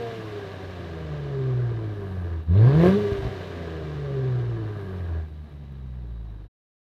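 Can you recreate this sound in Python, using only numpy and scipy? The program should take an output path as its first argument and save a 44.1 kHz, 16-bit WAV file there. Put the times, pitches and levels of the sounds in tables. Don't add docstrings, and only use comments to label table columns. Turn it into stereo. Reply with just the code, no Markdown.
import sys
import numpy as np
from scipy import signal
from scipy.fft import rfft, irfft, next_fast_len
from scipy.io import wavfile

SR = 44100
rng = np.random.default_rng(int(sys.argv[2]) if len(sys.argv) > 2 else 0)


def materialize(psi):
    bounded = np.clip(np.atleast_2d(psi).T, -1, 1)
    quanta = np.round(bounded * 32767).astype(np.int16)
    wavfile.write(sys.argv[1], SR, quanta)


N = 308259
TIME = np.arange(N) / SR
PRESS_S, OPEN_S, LIFT_S, SHUT_S = 2.472, 0.028, 2.89, 0.07
MID_SPEED_HZ = 60

FIRING_MULTIPLES = (1, 2, 4, 6)


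def firing_tones(cycle, bank_hz, state):
    # centre_s, half_length_s, depth_db
    stumbles = [(2.45, 0.021, -4), (5.3, 0.013, -6), (5.486, 0.026, -11)]
    wobble_db, jitter_rad = 0.71, 0.049
    falter_db = sum(db * bump(s, half_s) for s, half_s, db in stumbles)
    out = 0
    for multiple, gain in zip(FIRING_MULTIPLES, tone_gains(bank_hz, state)):
        waver_db = wobble_db * np.sqrt(multiple) * drift(18)
        phase = 2 * np.pi * 3 * multiple * cycle + jitter_rad * multiple * drift(30)
        out = out + gain * from_db(falter_db + waver_db) * np.sqrt(2) * np.sin(phase)
    return out


def tone_gains(bank_hz, state):
    # centre_hz, width_hz, level_db
    shut_modes = [
        [(59, 12, -44), (81.4, 26, -37.5), (109, 36, -39.5)],
        [(58, 16, -25.5), (81.6, 22, -28), (107, 11, -30.5), (125, 22.7, -23.5), (147.8, 24, -34.5),
         (238, 40, -47.5)],
        [(121, 60, -40), (186.6, 26, -40), (260.4, 17, -44), (328, 75, -46.5), (407.7, 32, -34.5),
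         (491, 53, -28.5)],
        [(172, 72, -49.5), (334, 33, -38), (396.5, 45.2, -32), (473, 50, -45.5), (555, 70, -52),
         (693, 43, -39.5)],
    ]
    # centre_hz, width_hz, level_db
    loaded_modes = [
        [(92, 23, -34)],
        [(84, 34, -22), (113.6, 56, -15), (187, 93, -16)],
        [(170, 44, -28.5), (275, 91, -33), (355, 49, -31.5)],
        [(353, 130, -39), (451, 56, -30.5), (540, 100, -34)],
    ]
    # boost_db, crack_db, idle_db
    tone_shifts = [(5, -4.5, -10.5), (4.5, -1.5, -8.5), (15.5, 14, -1), (5.5, 6.5, -0.5)]
    throttle, boost, crack, idling = state
    gains = []
    for multiple, shut, loaded, shifts in zip(FIRING_MULTIPLES, shut_modes, loaded_modes, tone_shifts):
        boost_db, crack_db, idle_db = shifts
        coasting = swell(multiple * bank_hz, shut) * from_db(boost_db * boost ** 2 + idle_db * idling)
        driven = swell(multiple * bank_hz, loaded) * from_db(crack_db * crack) * throttle
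        gains.append(coasting + driven)
    return gains


def snarl(cycle, bank_hz, state):
    multiples = [5, *range(7, 29)]
    # freq_hz, gain_db
    response = [(200, -3.5), (420, 7), (530, -2), (640, -9), (750, -12), (850, -15.5), (960, -7),
                (1200, -15.5), (1380, -28.5), (1650, -13.5), (2600, -28.5)]
    knee_hz, dull_db_per_octave, odd_db, rise_s = 500, -13, -12.5, 0.18
    _, boost, crack, _ = state
    out = 0
    for multiple in multiples:
        hz = multiple * bank_hz
        dull_db = dull_db_per_octave * (1 - boost) ** 2 * np.maximum(np.log2(hz / knee_hz), 0)
        db = np.interp(hz, *np.transpose(response)) + dull_db + odd_db * (multiple % 2) + 3 * drift(25)
        out = out + from_db(db) * np.sqrt(2) * np.sin(2 * np.pi * 3 * multiple * cycle)
    return from_db(-36.5 + 4.5 * crack) * span(PRESS_S, rise_s, LIFT_S, SHUT_S) * out


def pipe_roar(cycle, bank_hz, state):
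    # centre_hz, width_hz, gain_db
    pipe_modes = [(79, 46, 3.5), (146, 34.7, 7.5), (182.8, 27.2, 3.5), (268.7, 22, 0.5), (333, 21, 4),
                  (398, 19, 9.5), (465.7, 30, 2.5), (557, 68, -0.5), (683, 98, -4.5), (952, 89, -10.5),
                  (1086.6, 90, -9)]
    # multiple of the four-stroke cycle rate, relative_db
    overtones = [(4, -7), (5, -5), (7, -14), (8, -3.5), (9, 0), (10, -21.5), (14, -9.5), (15, -4.5),
                 (16, -7.5), (20, -3), (21, -10.5), (24, 3), (27, -19), (30, -4), (36, -8.5)]
    # mid_db, db_per_octave, throttle_db, boost_db, crack_db, idle_db
    law = (-47.5, 2, 8.5, 5, 7, -15.5)
    throttle, *_ = state
    tones = sum(from_db(db + 4 * drift(14)) * np.sin(2 * np.pi * k * cycle) for k, db in overtones)
    gas = noise([(35, -8), (80, 1), (400, 2.5), (800, 4), (1500, -10.5), (3000, -17)])
    gas *= puffs(cycle, sharpness=1.6, uneven_db=1.5)
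    drive = from_db(-2.5 - 7.8 * throttle) * tones + from_db(6) * gas
    return flow_gain(law, bank_hz, state) * resonate(drive, pipe_modes)


def rasp(cycle, bank_hz, state):
    # centre_hz, width_hz, gain_db
    tailpipe_modes = [(734.5, 55, -2), (966, 77, -2.5), (1076, 59, 0), (1165, 92, 1), (1658, 165, 3),
                      (2323.5, 37, -15.5), (2924, 170, -12.5)]
    # freq_hz, density_db
    bark_spectrum = [(250, -15.5), (500, 4.5), (800, -3.5), (1400, -11), (2200, -3), (3000, -4),
                     (4200, -7.5), (6500, -54), (10000, -60.5)]
    # mid_db, db_per_octave, throttle_db, boost_db, crack_db, idle_db
    law = (-48.5, 2.5, 5, 4, 3, -13.5)
    throttle, *_ = state
    gas = noise([(300, -12.5), (700, 8.5), (2500, -2), (5000, -19), (9000, -43)])
    gas *= puffs(cycle, sharpness=1.5, uneven_db=1)
    hollow = from_db(-0.02 + 0.9 * throttle) * rms_one(resonate(gas, tailpipe_modes))
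    bark = from_db(-7) * throttle * puffs(cycle, sharpness=2.8, uneven_db=2) * noise(bark_spectrum)
    return flow_gain(law, bank_hz, state) * (hollow + bark)


def burbles():
    # start_s, relative_db
    burns = [(3.118, -20.5), (3.186, -23), (3.227, -24.5), (3.249, -21.5), (3.266, -23.5), (3.291, -33)]
    # centre_hz, width_hz, gain_db
    muffler_modes = [(57, 20.5, -5.5), (120, 40, -7.5), (385, 120, -24.5), (680, 160, -31)]
    kicks = np.zeros(N)
    for start_s, db in burns:
        kicks[round(start_s * SR)] = from_db(db)
    thumps = resonate(kicks, muffler_modes)
    return from_db(2) * kicks.max() * thumps / np.abs(thumps).max()


def idle_mutter(cycle, bank_hz, state):
    *_, idling = state
    level_db = -46.5 + 4 * np.log2(bank_hz / MID_SPEED_HZ)
    gas = noise([(60, 0.5), (150, 0.5), (280, -9), (500, -16), (900, -20.5), (1400, -29)])
    return from_db(level_db) * idling * gas * puffs(cycle, sharpness=0.72, uneven_db=2.2)


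def engine_bay(cycle, bank_hz, state):
    # freq_hz, density_db
    spectrum = [(1180, -24.5), (2000, -2.5), (2140, -6), (2340, -4.5), (2580, -7), (2980, -4.5), (3230, -8),
                (3780, -5.5), (4750, -14), (5980, -18.5), (8500, -29), (11000, -52.5), (18700, -120)]
    # mid_db, db_per_octave, throttle_db, boost_db, crack_db, idle_db
    law = (-55, 7.5, 2.5, 5, 4, -5)
    whine_hz, whine_width_hz = 3860, 83
    throttle, *_ = state
    rush = noise(spectrum) * puffs(cycle, sharpness=0.5 + 0.6 * throttle, uneven_db=1)
    whine = rms_one(resonate(rng.standard_normal((2, N)), [(whine_hz, whine_width_hz, 0)]))
    return from_db(0.5) * flow_gain(law, bank_hz, state) * rush + from_db(-73.5) * whine


def turbo():
    # time_s, pitch_hz, level_db
    spool = [(2.45, 3590, -84), (2.56, 3750, -52.5), (2.62, 4340, -61), (2.69, 4700, -57),
             (2.76, 4600, -69), (2.85, 4724, -100)]
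    width_hz = 450
    pitch_hz, level_db = in_time(spool)
    phase = 2 * np.pi * np.cumsum(pitch_hz) / SR
    low_pass = signal.butter(2, width_hz / 2, fs=SR, output="sos")
    in_phase, quadrature = signal.sosfilt(low_pass, rng.standard_normal((2, 2, N)))
    return from_db(level_db) * rms_one(in_phase * np.cos(phase) + quadrature * np.sin(phase))


def air_hiss(bank_hz, state):
    # freq_hz, density_db
    spectrum = [(5000, -28.5), (8000, -1), (10000, 1.5), (11500, -1.5), (13200, -1), (15500, -7)]
    # mid_db, db_per_octave, throttle_db, boost_db, crack_db, idle_db
    law = (-82, 12, 3, 5, 8.5, -4)
    # bank_hz, width_hz, gain_db
    coast_peak = [(47.5, 13, -75)]
    throttle, *_ = state
    flow = flow_gain(law, bank_hz, state)
    coasting = (1 - throttle) * swell(bank_hz, coast_peak)
    floor = from_db(-86.5)
    return from_db(2.5) * np.sqrt(flow ** 2 + coasting ** 2 + floor ** 2) * noise(spectrum)


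def reflections(pair):
    # left_delay_s, right_delay_s, gain_db
    echoes = [(.0031, 0.0026, -24.5), (.0094, 0.01, -13), (0.0209, 0.012, -15), (.047, 0.016, -11.5)]
    out = 0
    for *delays_s, db in echoes:
        delayed = [np.roll(side, round(s * SR)) for side, s in zip(pair, delays_s)]
        out = out + from_db(db) * np.array(delayed)
    return out


def night_air():
    return from_db(-54.5) * noise([(15, -19.5), (50, 1), (100, -1), (250, -4), (450, -13.5), (2000, -32.5)])


def engine_state():
    # start_s, end_s
    idles = [(2.366, 2.45), (5.19, 6.9)]
    boost_bleed_s = 0.63
    lifted_s = np.maximum(TIME - LIFT_S, 0)
    throttle = np.clip((TIME - PRESS_S) / OPEN_S, 0, 1) * np.exp(-lifted_s / SHUT_S)
    boost = np.clip((TIME - PRESS_S) / (LIFT_S - PRESS_S), 0, 1) * np.exp(-lifted_s / boost_bleed_s)
    crack = bump(centre_s=2.86, half_s=0.05)
    idling = sum(span(start_s, rise_s=0.1, end_s=end_s, fall_s=0.16) for start_s, end_s in idles)
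    return throttle, boost, crack, idling


def flow_gain(law, bank_hz, state):
    mid_db, db_per_octave, *shifts_db = law
    state_db = sum(db * share for db, share in zip(shifts_db, state))
    return from_db(mid_db + db_per_octave * np.log2(bank_hz / MID_SPEED_HZ) + state_db)


def puffs(cycle, sharpness, uneven_db):
    firing, fraction = np.divmod(6 * cycle, 1)
    strength = from_db(uneven_db * rng.standard_normal(4000))[firing.astype(int) % 4000]
    mean_power = -np.expm1(-2 * sharpness) / (2 * sharpness)
    return rms_one(strength * np.exp(-sharpness * fraction) / np.sqrt(mean_power))


def noise(spectrum):
    # freq_hz, correlation
    likeness = [(100, 0.94), (500, 1), (1200, 0.78), (2500, 0.5), (5000, 0.26), (9000, 0.4), (15000, .35)]
    size = next_fast_len(N)
    log_hz = np.log(np.fft.rfftfreq(size, 1 / SR) + 1)

    def per_bin(rows, **ends):
        hz, values = np.transpose(rows)
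        return np.interp(log_hz, np.log(hz), values, **ends)

    alike = per_bin(likeness)
    colour = from_db(per_bin(spectrum, left=-np.inf, right=-np.inf))
    mid, side = rfft(rng.standard_normal((2, size)))
    pair = np.sqrt(1 + alike) * mid + np.sqrt(1 - alike) * side * [[1], [-1]]
    return rms_one(irfft(pair * colour, size)[:, :N])


def resonate(x, modes):
    out = 0
    for k, (hz, width_hz, db) in enumerate(modes):
        r = np.exp(-np.pi * width_hz / SR)
        zeros = [(1 - r * r) / 2, 0, (r * r - 1) / 2]
        poles = [1, -2 * r * np.cos(2 * np.pi * hz / SR), r * r]
        out = out + (-1) ** k * from_db(db) * signal.lfilter(zeros, poles, x + 1e-18)
    return out


def swell(hz, modes):
    gains = (from_db(db) / (1 + (2 * (hz - centre) / width) ** 2) for centre, width, db in modes)
    return np.sqrt(sum(gain ** 2 for gain in gains))


def drift(rate_hz):
    hop, settle = 40, 2000
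    r = np.exp(-2 * np.pi * rate_hz * hop / SR)
    white = rng.standard_normal(N // hop + settle + 2)
    slow = signal.lfilter([1], [1, -2 * r, r * r], white)[settle:]
    return np.interp(np.arange(N) / hop, np.arange(len(slow)), rms_one(slow))


def span(start_s, rise_s, end_s, fall_s):
    return np.clip((TIME - start_s) / rise_s, 0, 1) * np.clip(1 - (TIME - end_s) / fall_s, 0, 1)


def bump(centre_s, half_s):
    return np.exp(-((TIME - centre_s) / half_s) ** 2)


def in_time(rows):
    time_s, *columns = np.transpose(rows)
    return [np.interp(TIME, time_s, column) for column in columns]


def from_db(db):
    return 10 ** (np.asarray(db) / 20)


def rms_one(x):
    return x / np.sqrt(np.mean(x ** 2) + 1e-20)


def at_ears(pair, left_delay_s, left_db):
    left = np.interp(TIME - np.round(left_delay_s * SR) / SR, TIME, pair[0])
    return np.array([left * from_db(left_db), pair[1] * from_db(-left_db)])


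def scene():
    # time_s, bank_hz
    speed = [(0.0, 118.5), (0.18, 111.4), (0.5, 96.5), (0.81, 88), (1.17, 73.2), (1.54, 63), (2.1, 46.9),
             (2.46, 38.7), (2.51, 41.93), (2.66, 61.56), (2.78, 80.2), (2.99, 105), (3.09, 101), (3.4, 93),
             (3.65, 83), (4.18, 66.8), (4.58, 55.9), (4.89, 47.1), (5.22, 39.2), (5.62, 35.4), (6.45, 24.3)]
    bank_hz, = in_time(speed)
    state = engine_state()
    wavering_hz = bank_hz * (1 + 0.003 * drift(20))
    cycle = np.cumsum(wavering_hz) / SR / 3
    engine = cycle, bank_hz, state
    tones = firing_tones(*engine) + snarl(*engine)
    gas = idle_mutter(*engine) + pipe_roar(*engine) + rasp(*engine) + burbles()
    gas += engine_bay(*engine) + air_hiss(bank_hz, state) + turbo()
    reflected = reflections(gas + from_db(-24.5) * tones)
    return at_ears(tones + gas + reflected + night_air(), left_delay_s=7e-5, left_db=0.38)


def record(dry):
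    # time_s, gain
    fade = [(6.452, 1), (6.482, 0)]
    cutoff_hz = 15750
    low_pass = signal.ellip(10, 0.1, 80, cutoff_hz, fs=SR, output="sos")
    return signal.sosfilt(low_pass, dry * in_time(fade)[0])


dry = scene()
out = record(dry)
materialize(out)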